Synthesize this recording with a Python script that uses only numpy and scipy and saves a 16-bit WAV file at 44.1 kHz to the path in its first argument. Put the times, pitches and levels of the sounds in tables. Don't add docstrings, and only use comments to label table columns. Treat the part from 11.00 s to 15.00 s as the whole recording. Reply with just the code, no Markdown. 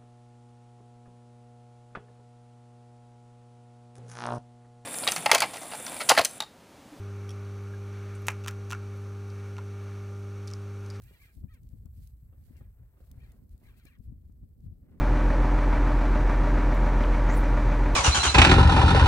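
import sys
import numpy as np
from scipy import signal
from scipy.fft import rfft, irfft, next_fast_len
from scipy.io import wavfile
from scipy.ndimage import map_coordinates

SR = 44100
rng = np.random.default_rng(int(sys.argv[2]) if len(sys.argv) > 2 else 0)


def bounce(signal):
    frames = np.transpose(np.atleast_2d(signal))
    limited = np.clip(frames, -1, 1)
    pcm = np.round(limited * 32767).astype(np.int16)
    wavfile.write(sys.argv[1], SR, pcm)


N = 176400
TIME = np.arange(N) / SR


def amp(db):
    return 10 ** (np.asarray(db) / 20)


def unit(x):
    return x / np.sqrt(np.mean(x ** 2) + 1e-30)


def along(points, hz):
    freqs, values = np.transpose(points)
    return np.interp(np.log(hz + 1), np.log(freqs + 1), values)


def curves(rows):
    times, *columns = np.transpose(rows)
    return [np.interp(TIME, times, column) for column in columns]


def wobble(rate):
    return map_coordinates(rng.standard_normal(int(N * rate / SR) + 4), [TIME * rate])


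def filtered(x, response):
    size = next_fast_len(N + 8192)
    return irfft(rfft(x, size) * response(np.fft.rfftfreq(size, 1 / SR)), size)[..., :N]


def pan(side_db):
    gains = amp(np.array([[.5], [-.5]]) * side_db)
    return gains / np.sqrt(np.mean(gains ** 2, axis=0))


def noise(spectrum, width_db):
    mid, side = filtered(rng.standard_normal((2, N)), lambda hz: amp(along(spectrum, hz)))
    return unit(np.array([mid + amp(width_db) * side, mid - amp(width_db) * side]))


def fade(x):
    return np.exp(-np.minimum(x, 20))


def burst(start, rise_s, decay_s):
    t = np.maximum(TIME - start, 0)
    return (1 - np.exp(-t / rise_s)) * fade(t / decay_s)


def lag(pair, lag_s):
    return filtered(pair, lambda hz: np.exp(np.array([[1j], [-1j]]) * np.pi * hz * lag_s))


# t/s, relative level/dB
RUMBLE_LEVEL = [(0, -50.5), (.3, -61.5), (.42, -47), (.55, -57), (.72, -46.5), (1.1, -51), (1.95, -56),
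                (2.2, -51), (2.4, -57), (2.55, -52.5), (2.8, -54), (2.94, -63.5), (3.05, -48), (3.3, -55.5),
                (3.7, -49.5), (4, -57)]
BUFFET_LEVEL = [(0.0, -73.5), (0.4, -78), (0.56, -67.5), (0.87, -67), (1.08, -74.5), (1.53, -68.5),
                (1.89, -88.5), (2.24, -69), (2.42, -63), (2.85, -70), (3.56, -66), (4.0, -60.5)]
SWISH_LEVEL = [(0, -77.5), (.25, -80), (.45, -89.5), (1.25, -87.5), (1.5, -81), (1.62, -77), (1.73, -82.5),
               (1.82, -79), (1.9, -84), (2.05, -77.5), (2.33, -76), (2.5, -88), (2.67, -78), (2.85, -87),
               (2.97, -91), (3.78, -92.5), (3.89, -76.5), (4, -77.5)]
# f/Hz, relative level/dB
RUMBLE_SPECTRUM = [(12, -31.5), (22, -10), (58, 2), (110, -5.5), (150, -16), (400, -50.5), (1000, -100)]
BUFFET_SPECTRUM = [(60, -18), (130, 0), (240, -2), (330, -13), (500, -19.5), (900, -39), (2500, -61)]
SWISH_SPECTRUM = [(150, 3.5), (370, 12.5), (550, 8.5), (1000, 1.5), (1900, -1), (3000, -11), (7000, -25.5)]

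def wind():
    (rumble_db,), (buffet_db,), (swish_db,) = map(curves, (RUMBLE_LEVEL, BUFFET_LEVEL, SWISH_LEVEL))
    rumble = amp(rumble_db + 3.23 * wobble(28.137)) * noise(RUMBLE_SPECTRUM, width_db=-15)
    lumps = amp(3.06 * np.array([wobble(35), wobble(35)]))
    buffet = amp(buffet_db + 1) * lumps * noise(BUFFET_SPECTRUM, width_db=-3.5)
    swish = amp(swish_db + 2.5 + 2.2 * wobble(90)) * noise(SWISH_SPECTRUM, width_db=-16)
    return rumble * pan(side_db=0.5) + buffet * pan(side_db=-2) + lag(swish, lag_s=0.00011)


# t/s, relative level/dB, side/dB
HISS_LEVEL = [(0.0, -76.5, -11), (0.57, -83, -6), (0.6, -83.5, 5), (0.92, -80.5, 0.5), (2.97, -85.5, 2),
              (4.0, -89, 7)]
# f/Hz, relative level/dB
HISS_SPECTRUM = [(1500, -31), (4000, -18), (6800, -9.5), (8200, 1.5), (10500, -11), (11600, 7.5),
                 (13000, 4.5), (15500, 5)]

def hiss():
    level_db, side_db = curves(HISS_LEVEL)
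    return amp(level_db + 6 + wobble(25)) * pan(side_db) * noise(HISS_SPECTRUM, width_db=1.2)


# t/s, relative level/dB, half length/s, side/dB
BRUSHES = [(0.061, -68, 0.036, -3.5), (0.131, -70.5, 0.026, 0), (0.23, -66.5, 0.047, -4),
           (0.362, -74, 0.041, -8), (0.544, -68.5, 0.0079, -7), (0.722, -84.5, 0.081, 2),
           (0.965, -76, 0.029, -2), (1.05, -70, 0.048, -13), (1.474, -76, 0.06, -11),
           (1.58, -75.5, 0.037, 7), (2.055, -78, 0.069, 6), (2.272, -80.5, 0.12, 2),
           (2.532, -80, 0.029, -8), (2.678, -73.5, 0.055, 2.5), (2.785, -67.5, 0.018, 12),
           (2.873, -73.5, 0.043, 5), (3.05, -79.5, 0.021, 2), (3.639, -84, 0.014, -4)]
# t/s, relative level/dB, side/dB
SNAPS = [(0.02, -52.5, -2), (0.037, -52.5, -14), (0.351, -64, 11), (0.632, -61.5, -1), (0.689, -62, 2.5),
         (0.8567, -57.5, 0), (0.979, -67, 4), (1.073, -52.5, -1), (1.567, -60, 12), (2.114, -48.5, 6),
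         (2.319, -57.5, -4), (2.493, -62.5, -12), (2.578, -63, 6), (2.853, -50.5, 15), (2.987, -67.5, 12),
         (3.322, -67, 0), (3.605, -67.5, -10)]
# f/Hz, relative level/dB
RUSTLE_SPECTRUM = [(600, -21), (2000, -3), (3200, -4.5), (4300, 0), (6000, -5.5), (8500, -1), (15000, -3)]
SNAP_SPECTRUM = [(500, -79), (2000, -9), (4500, 0), (9000, 2), (15000, 4)]
SNAP_RISE_S, SNAP_DECAY_S, CRACKLES_PER_S = 0.00044, 0.002, 25

def grass():
    strokes = sum(amp(db) * pan(side_db) * fade(((TIME - at) / half_s) ** 2)
                  for at, db, half_s, side_db in BRUSHES)
    scuffle = amp(-87) + amp(-2) * strokes
    grains = unit(amp(2.24 * wobble(700) + 2.22 * wobble(70)))
    rustle = scuffle * grains * noise(RUSTLE_SPECTRUM, width_db=0)
    bright_edge = amp(-1) * strokes * np.sqrt(grains) * noise(HISS_SPECTRUM, width_db=-4)
    cracks = (rng.random(N) < CRACKLES_PER_S / SR) * amp(2.5 + 3.5 * rng.standard_normal(N))
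    crackle = scuffle * signal.lfilter([1], [1, -np.exp(-1 / (SNAP_DECAY_S * SR))], cracks)
    snaps = sum(amp(db + 2) * pan(side_db) * burst(at, SNAP_RISE_S, SNAP_DECAY_S)
                for at, db, side_db in SNAPS)
    return rustle + bright_edge + (snaps + crackle) * noise(SNAP_SPECTRUM, width_db=-0.5)


# t/s, rise/s, fall/s, top f/Hz, glide/(octaves per s),
# level/dB, roughness/(0 to 1), side/dB, beak resonance f/Hz, low resonance level/dB
SQUAWKS = [(.089, .08, .03, 486.6, 10, -68, 0.3, -1.5, 1830, 1),
           (.137, 0.026, 0.024, 582, 5.2, -70.5, 0.1, 16, 2920, -4),
           (0.152, .04, .035, 497, 13.6, -66.5, 0.43, -2.5, 1940, 6),
           (.217, 0.038, 0.048, 573, 10, -63.5, 0.54, 1, 2280, 3.5),
           (.238, .012, 0.085, 411, 11, -71, 0.4, -8, 1600, -2.5),
           (.262, 0.018, .075, 488.7, 9, -72, 0.35, 7, 2400, -6),
           (.508, .03, 0.092, 645.4, 8.6, -69.5, 0.15, 2.5, 1870, 0),
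           (1.56, 0.043, 0.12, 560, 7.2, -76.5, 0.6, 1, 2150, 3),
           (2.226, .05, 0.065, 636, 10.2, -71, 0.83, 2.5, 1990, -12.5),
           (2.295, 0.042, 0.037, 522, 6, -75.5, .8, 0, 2070, -6),
           (2.648, 0.039, 0.11, 519, 12, -69.5, 0.6, 0, 2010, 6.5),
           (2.665, 0.0071, 0.052, 575, 7.7, -74, 0.1, 10, 2400, -10),
           (2.784, 0.055, 0.1, 526, 8.8, -73, 1, 1, 2200, -2),
           (2.868, .018, 0.039, 582, 9.4, -64.5, 0.37, 6, 2530, -3),
           (2.904, .007, 0.076, 640, 17, -67.5, 0.3, 1.5, 2270, 8.5)]
# f/Hz, relative level/dB
THROAT_SPECTRUM = [(300, -21), (750, -8.5), (1200, -6.5), (1900, 2.5), (2550, -3), (3300, -6.5), (4200, -8),
                   (5200, -20.5), (10000, -19)]
ARCH_S, JITTER, RASP_JITTER = .014, .011, 0.06
BEAK_DB, BEAK_WIDTH_HZ, BEAK_FOLLOWS = 8.5, 140, 0.46
LOW_HZ, LOW_WIDTH_HZ = 1024, 200
START_DROP_DB, END_DROP_DB, DULL_DB_PER_KHZ = 10, 10.5, 5
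ATTACK_S, RELEASE_S, FRAY = 0.0033, 0.014, 0.06

def squawks():
    calls = np.zeros((2, N))
    quiver, scatter, shake = wobble(170), wobble(900), wobble(260)
    harmonics = np.arange(1, 21)[:, None]
    waver_db = 5 * np.array([wobble(45) for _ in harmonics])

    def tone(hz, gains):
        cycles = np.cumsum(hz) / SR + rng.random(harmonics.shape)
        return unit(np.sum(gains * np.sin(2 * np.pi * harmonics * cycles), axis=0))

    for at, rise, fall, top_hz, glide, db, rough, side_db, beak_hz, low_peak_db in SQUAWKS:
        span = np.flatnonzero((TIME > at - rise) & (TIME < at + fall))
        t = span / SR - at
        before, after = np.maximum(-t / rise, 0), np.maximum(t / fall, 0)
        octaves_down = glide * (np.hypot(t, ARCH_S) - ARCH_S)
        hz = top_hz * 2 ** -octaves_down * (1 + JITTER * quiver[span])
        overtone_hz = harmonics * hz

        ring_hz = beak_hz * (hz / top_hz) ** BEAK_FOLLOWS
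        beak_db = BEAK_DB / (1 + ((overtone_hz - ring_hz) / BEAK_WIDTH_HZ) ** 2)
        low_db = low_peak_db / (1 + ((overtone_hz - LOW_HZ) / LOW_WIDTH_HZ) ** 4)
        dull_db = DULL_DB_PER_KHZ * (before + after) ** 2 * np.maximum(overtone_hz - beak_hz, 0) / 1000
        gains = amp(along(THROAT_SPECTRUM, overtone_hz) + beak_db + low_db - dull_db + waver_db[:, span])
        gains /= np.linalg.norm(gains, axis=0)

        rasp_share = np.clip(rough + FRAY * after ** 2, 0, 1)
        rasp = unit(tone(hz * (1 + RASP_JITTER * scatter[span]), gains) * amp(3.1 * shake[span]))
        voice = np.sqrt(1 - rasp_share) * tone(hz, gains) + np.sqrt(rasp_share) * rasp
        soft_ends = np.clip((t + rise) / ATTACK_S, 0, 1) * np.clip((fall - t) / RELEASE_S, 0, 1)
        swell = amp(db - START_DROP_DB * before - END_DROP_DB * after ** 2)
        calls[:, span] += swell * soft_ends * pan(side_db) * voice
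    return lag(calls, lag_s=0.00017)


# t/s, relative level/dB, decay/s, side/dB
SLAPS = [(0.11, -56.5, .007, -8), (0.432, -65, 0.012, 7), (0.858, -64, 0.01, 4), (1.326, -63, 0.019, -6),
         (1.559, -63.5, 0.0048, -10), (1.609, -56.5, 0.009, -10), (1.938, -57.5, 0.0034, -4),
         (1.971, -59.5, 0.0063, -8), (2.004, -59.5, 0.009, -10), (2.615, -64.5, 0.026, -5.5),
         (2.852, -58.5, .007, -9), (3.297, -70, 0.0053, 12), (3.433, -71, 0.005, 4),
         (3.665, -66.5, 0.004, 9), (3.915, -65, 0.016, -12)]
# f/Hz, relative level/dB
SLAP_SPECTRUM = [(60, -9), (230, 11.5), (500, -3), (1100, -12.5), (4000, -37), (12000, -78)]

def wing_slaps():
    hits = sum(amp(db + 6.5) * pan(side_db) * burst(at, rise_s=.0004, decay_s=decay_s)
               for at, db, decay_s, side_db in SLAPS)
    return lag(hits * noise(SLAP_SPECTRUM, width_db=-18), lag_s=0.00022)


# t/s, relative level/dB, f/Hz, side/dB
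PUFFS = [(0.379, -35.5, 61, 8), (.443, -29, 99, 9), (0.644, -41, 70, 2), (0.736, -34, 90, 14),
         (0.861, -37, 100, 15), (.99, -38.5, 70.4, 5), (1.51, -42.5, 174, 19), (1.617, -39, 84, 3.5),
         (1.81, -44, 81, 0), (2.124, -39, 58, -1), (2.183, -39, 67.4, 3), (2.854, -46, 212, -13),
         (3.001, -36.5, 80.4, 13), (3.089, -36, 75.6, 10), (3.123, -35.5, 110, 14), (3.297, -42, 181, 34),
         (3.437, -37, 94, 12.5), (3.645, -38, 100, 8), (3.668, -37.5, 130, 19), (3.724, -38.5, 77.4, 14)]
# f/Hz, relative level/dB
FLUTTER_SPECTRUM = [(40, 1.5), (250, 3.5), (400, -19.5), (800, -35), (4000, -85)]
PUFF_CYCLES, FLUTTER_DB, FLUTTER_S = 0.39, -16, 0.017

def air_puffs():
    push, swirl = np.zeros((2, N)), np.zeros((2, N))
    for at, db, hz, side_db in PUFFS:
        t, gain = TIME - at, amp(db) * pan(side_db)
        push += gain * fade((t * hz / PUFF_CYCLES) ** 2) * np.sin(-2 * np.pi * hz * t)
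        swirl += gain * fade(np.abs(t) / FLUTTER_S)
    return push + amp(FLUTTER_DB) * swirl * noise(FLUTTER_SPECTRUM, width_db=-3)


def ground_echo(x, level_db=-2.5, die_away_s=0.062):
    t = np.arange(SR // 3) / SR
    tail = rng.standard_normal((2, len(t))) * amp(-60 * t / die_away_s)
    return amp(level_db) * signal.fftconvolve(x, tail / np.linalg.norm(tail[0]), axes=1)[:, :N]


def scene():
    birds = squawks() + wing_slaps()
    return birds + ground_echo(birds) + grass() + air_puffs() + wind() + hiss()


def record(dry, top_hz=15850):
    return filtered(dry, lambda hz: hz < top_hz)


dry = scene()
out = record(dry)
bounce(out)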